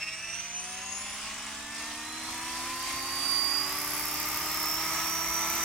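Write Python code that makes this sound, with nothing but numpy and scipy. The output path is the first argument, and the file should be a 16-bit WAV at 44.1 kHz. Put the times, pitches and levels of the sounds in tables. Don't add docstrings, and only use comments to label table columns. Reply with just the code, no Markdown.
import sys
import numpy as np
from scipy import signal
from scipy.fft import rfft, irfft
from scipy.io import wavfile
from scipy.ndimage import uniform_filter1d, map_coordinates

SR = 44100
rng = np.random.default_rng(int(sys.argv[2]) if len(sys.argv) > 2 else 0)


def natural_amplitude(level_db):
    exponent = np.asarray(level_db, float) / 20
    return 10 ** exponent


def dump_mix(stems):
    frames = np.atleast_2d(stems).T
    limited = np.clip(frames, -1, 1)
    pcm = np.round(limited * 32767).astype(np.int16)
    wavfile.write(sys.argv[1], SR, pcm)


N = 248724
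T_S = np.arange(N) / SR
TOP_HZ = 15850
MIDDLE_SPEED = 330
ROTOR = 13 / 150
TAIL = ROTOR * 124 / 28


def unit(x):
    return x / np.sqrt(np.mean(x ** 2) + 1e-20)


def curves(rows):
    s, *cols = np.transpose(rows)
    return [np.interp(T_S, s, c) for c in cols]


def wobble(rate_hz):
    knots = rng.standard_normal(int(N * rate_hz / SR) + 4)
    return map_coordinates(knots, [np.arange(N) * rate_hz / SR], order=1)


def along(points, hz):
    f, v = np.transpose(points)
    return np.interp(np.log(hz + 1), np.log(f + 1), v)


def grown(db, per_doubling_db, speed):
    return db + per_doubling_db * np.log2(speed / MIDDLE_SPEED)


# freq_hz, left_over_right_db, left_lead_rad
PORT_RESPONSE = [(330, -1.14, 0), (685, -9, 0.6), (1000, 0, 0.19), (2700, -0.5, -0.04), (3260, -3, 2),
                 (3750, 1, 0), (4020, -12, -0.5), (4450, -14, -4.5), (4840, -35, -.6), (5100, -4, -4),
                 (5330, -8.5, -5), (5850, -10, -4.7), (6130, -3, -3), (6400, 10, -5), (8400, 0, -5),
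                 (9570, 0, -5), (10000, -3, -5), (12500, 5, -9.5)]
# freq_hz, correlation
PORT_LIKENESS = [(300, 0.99), (640, 0.77), (1400, 0.93), (3100, 0.43), (5000, 0.033), (15000, 0.039)]


def rush(spectrum, patchy_db):
    hz, _, z = signal.stft(rng.standard_normal((2, N)), SR, nperseg=1024)
    field = uniform_filter1d(rng.standard_normal(z.shape[1:]), size=8, axis=0)
    field = uniform_filter1d(field, size=6, axis=1)
    z = z * natural_amplitude(patchy_db * unit(field) + along(spectrum, hz)[:, None])
    angle = np.arccos(np.clip(along(PORT_LIKENESS, hz), -1, 1))[:, None] / 2
    mid, side = z[0] * np.cos(angle), z[1] * np.sin(angle)
    pan_db = np.interp(hz, *np.transpose(PORT_RESPONSE)[:2])
    lean = natural_amplitude(0.071 * pan_db)[:, None]
    stereo = np.array([(mid + side) * lean, (mid - side) / lean])
    return unit(signal.istft(stereo, SR, nperseg=1024)[1][:, :N])


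def tone(order, db, speed, waver_db, drift_rad, fuzz=0, bend_rad=0):
    pitch_hz = order * speed
    hz, pan_db, lead_rad = np.transpose(PORT_RESPONSE)
    pan = natural_amplitude(np.interp(pitch_hz, hz, pan_db))
    half = np.interp(pitch_hz, hz, lead_rad) / 2
    phase = 2 * np.pi * (order * np.cumsum(speed) / SR + rng.random())
    phase = phase + drift_rad * wobble(25) + order * bend_rad
    size = 2 * natural_amplitude(db + waver_db * wobble(14)) / np.sqrt(1 + pan ** 2)
    size = size * (pitch_hz < TOP_HZ) * (1 + fuzz * wobble(600))
    return size * np.array([pan * np.cos(phase + half), np.cos(phase - half)])


# centre_hz, width_hz, lift_db
FRAME_RESONANCES = [(316, 96, 17), (379, 42, 8.5), (736, 61, 6.5), (1018, 187, 10.5), (1230, 544, 14),
                    (1788, 290, 20.5), (2043, 313, 14), (2438, 79, 9), (2637, 320, 15), (3050, 1230, 8.5),
                    (4100, 330, 12.5), (4735, 417, 23.5), (5380, 140, 3.5), (5438, 950, 19),
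                    (5890, 296, 15), (6176, 216, 21), (6660, 520, 27.5), (8440, 450, 16.5),
                    (9367, 410, 24.5), (10100, 440, 26.5), (12600, 1800, 13)]


def frame_db(hz):
    return sum(db / (1 + (2 * (hz - centre) / width) ** 2) for centre, width, db in FRAME_RESONANCES)


def tones(orders, levels, speed, waver_db, drift_rad, fuzz=0, fuzz_per_order=0, bend_rad=0, pulse=0):
    total = 0
    for order, (db, growth_db, grip) in zip(orders, levels):
        level_db = grown(db, growth_db, speed) + grip * frame_db(order * speed)
        sound = tone(order, level_db, speed, waver_db, drift_rad, fuzz + fuzz_per_order * order, bend_rad)
        total = total + (1 + order * pulse) * sound
    return total


# freq_hz, relative_db_per_hz
RUMBLE_SPECTRUM = [(12, -42), (22, -7), (90, 11), (150, -37), (260, -0.5), (440, -46)]
# centre_s, envelope_peak_db
GUST_THUMPS = [(5.292, -42), (5.621, -48)]


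def breeze():
    out = natural_amplitude(-62.5 + 0.84 * wobble(5.0)) * rush(RUMBLE_SPECTRUM, patchy_db=0.0)
    for centre_s, db in GUST_THUMPS:
        t = T_S - centre_s
        out = out + natural_amplitude(db) * np.exp(-(t / 0.027) ** 2) * np.sin(2 * np.pi * 62 * t)
    return out


# freq_hz, relative_db_per_hz
WASH_SPECTRUM = [(100, -20.5), (255, -8), (322, -12.5), (513, -20), (634, -7.5), (1200, 1.5), (1550, -9.5),
                 (2130, 0), (3000, -11), (4290, -14.5), (5770, -5.5), (7770, -8.5), (10500, -17.5),
                 (15800, -32)]


def wash(speed, turn):
    tail_turn = turn * TAIL / ROTOR
    chop = 1 + 0.12 * np.cos(2 * turn + 0.37) + 0.068 * np.cos(2 * tail_turn + 0.56)
    level_db = grown(-42, 18.2, speed) + 1.85 * wobble(6.05)
    return natural_amplitude(level_db) * chop * rush(WASH_SPECTRUM, patchy_db=0.5)


# time_s, level_db, pitch_order (multiple of motor speed, before each band's shift)
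WHISTLE_PATH = [(.7, -55, 28), (1.6, -52.5, 28), (2.4, -56.5, 33.4), (3.62, -52.5, 33.2),
                (3.72, -41.5, 34.8), (4.72, -42, 34.5), (4.85, -48, 34), (5.15, -54, 33), (5.64, -42, 32)]


def whistle(speed, turn):
    narrow_db, order = curves(WHISTLE_PATH)
    broad_db = np.minimum(grown(-50, 44, speed), -39)
    flash = np.exp(2.6 * (np.cos(2 * turn) - 1))
    swing = flash * (1 + 0.4 * np.cos(turn)) * natural_amplitude(2.5 * wobble(60))
    # order_shift, level_db, lowpass_hz, steady
    bands = [(-0.24, narrow_db, 280, 0.061), (-3.0, narrow_db - 5, 370, 0.097), (-2.5, broad_db, 2300, 1.0)]
    out = 0
    for shift, db, lowpass_hz, steady in bands:
        lowpass = signal.butter(2, lowpass_hz, fs=SR, output="sos")
        a, b = signal.sosfilt(lowpass, rng.standard_normal((2, 3, N)))
        phase = 2 * np.pi * np.cumsum((order + shift) * speed) / SR
        band = a * np.cos(phase) + b * np.sin(phase)
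        stereo = 0.52 * band[:1] + band[1:]
        out = out + natural_amplitude(db) * unit((swing + steady) * stereo)
    return natural_amplitude([[0.8], [-0.8]]) * out


HUM_ORDERS = [1, 3, 6]
# level_db, growth_db_per_doubling, grip (share of frame lift)
HUM_LEVELS = [(-70, 7.2, 0.93), (-76, -12.5, 1.614), (-89, -10.5, 1.355)]


def motor_hum(speed):
    return tones(HUM_ORDERS, HUM_LEVELS, speed, waver_db=0.57, drift_rad=0.68)


BLADE_ORDERS = [2 * ROTOR] + [TAIL * k for k in (1, 2, 4, 6, 8, 14)]
# level_db, growth_db_per_doubling, grip
BLADE_LEVELS = [(-65, 19, 0.83), (-67, 21.5, .9), (-54, 13, 0.017), (-67.5, 26.5, 1), (-58.5, 18.5, 0.29),
                (-79.5, 47.5, 0.98), (-70, 18, .63)]


def rotor_hum(speed):
    return tones(BLADE_ORDERS, BLADE_LEVELS, speed, waver_db=0.9, drift_rad=0.31)


FAINT_TONE_ORDERS = [2, 4, 5, 7, 8, 9, 10, 12, 39 - 8 * ROTOR, 3 * TAIL, 10 * TAIL, TAIL + ROTOR, 2 * TAIL +
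                     ROTOR]
# level_db, growth_db_per_doubling, grip
FAINT_LEVELS = [(-81, 49.5, 1.04), (-73, -1, 0.77), (-64.5, 17, 0.14), (-72, 2.3, 0.54), (-70, 6.5, 0.56),
                (-73.5, 5.5, 0.82), (-77, -3, 0.86), (-77.5, -10.5, 1.02), (-76, -10.9, 0.47),
                (-89.5, 48, 1.22), (-74.9, 9, 0.67), (-88.5, 53, 1.11), (-82.5, 9, 0.97)]


def faint_tones(speed):
    return tones(FAINT_TONE_ORDERS, FAINT_LEVELS, speed, waver_db=3.5, drift_rad=0.32, fuzz_per_order=0.055)


# freq_hz, relative_db_per_hz
RATTLE_SPECTRUM = [(250, -10), (480, -22.5), (620, -9.5), (900, -9), (2070, -2.5), (3300, -3.5), (4370, -6),
                   (5430, -1), (6500, -4.5), (7500, -8), (9550, -6.5), (10500, -26), (15800, -21)]


def gear_rattle(speed):
    level_db = grown(-41, 4.9, speed) + 1.3 * wobble(8.3)
    return natural_amplitude(level_db) * rush(RATTLE_SPECTRUM, patchy_db=2.0)


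WHINE_ORDERS = [13, 26, 39]
# level_db, growth_db_per_doubling, grip
WHINE_LEVELS = [(-75.5, -4.5, 1.452), (-66.5, 1, .8), (-73, -3.5, 0.84)]
SIDE_ORDERS = [13 + 8 * ROTOR, 14]
# level_db, growth_db_per_doubling, grip
SIDE_LEVELS = [(-109, 42, 1.786), (-82, 25, 0.87)]
TAIL_GEAR_ORDERS = [28 * TAIL]
# level_db, growth_db_per_doubling, grip
TAIL_GEAR_LEVELS = [(-61.5, -9, 0.32)]


def gear_whine(speed, turn):
    main = tones(WHINE_ORDERS, WHINE_LEVELS, speed, waver_db=1.6, drift_rad=0.61, fuzz_per_order=0.018,
                 bend_rad=0.03 * np.sin(turn - 2.1), pulse=0.0096 * np.cos(8 * turn))
    side = tones(SIDE_ORDERS, SIDE_LEVELS, speed, waver_db=3.5, drift_rad=0.28, fuzz=0.58)
    tail = tones(TAIL_GEAR_ORDERS, TAIL_GEAR_LEVELS, speed, waver_db=2.5, drift_rad=0.87, fuzz=0.44)
    return main + side + tail


def drive_train(speed, turn):
    depth = 0.15 + 0.55 * np.exp(-T_S / 0.13)
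    throb = depth * np.cos(turn - 2.2)
    throbbing = (1 + throb) * (gear_whine(speed, turn) + faint_tones(speed))
    rattle = (1 + 0.3 * throb) * gear_rattle(speed)
    return throbbing + rattle + motor_hum(speed) + rotor_hum(speed)


# time_s, motor_turns_per_s
MOTOR_SPEED = [(0.0, 205.36), (0.4, 228.51), (1.2, 269.16), (1.6, 289.2), (2.0, 306.58), (2.4, 325.63),
               (3.0, 351.89), (3.2, 357.72), (3.4, 363.22), (3.5, 365.02), (3.6, 368.87), (3.7, 376.09),
               (3.8, 382.56), (4.0, 390.98), (4.6, 408.48), (5.0, 424.3), (5.4, 432.92), (5.64, 435.95)]


def scene():
    speed = curves(MOTOR_SPEED)[0]
    first_pass_turns = 0.175
    turn = 2 * np.pi * (ROTOR * np.cumsum(speed) / SR - first_pass_turns)
    return breeze() + wash(speed, turn) + whistle(speed, turn) + drive_train(speed, turn)


def band_limit(x):
    return signal.sosfilt(signal.butter(12, 16680, fs=SR, output="sos"), x)


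def record(dry):
    kept = irfft(rfft(dry) * (np.fft.rfftfreq(N, 1 / SR) < TOP_HZ), N)
    return band_limit(kept)


dry = scene()
out = record(dry)
dump_mix(out)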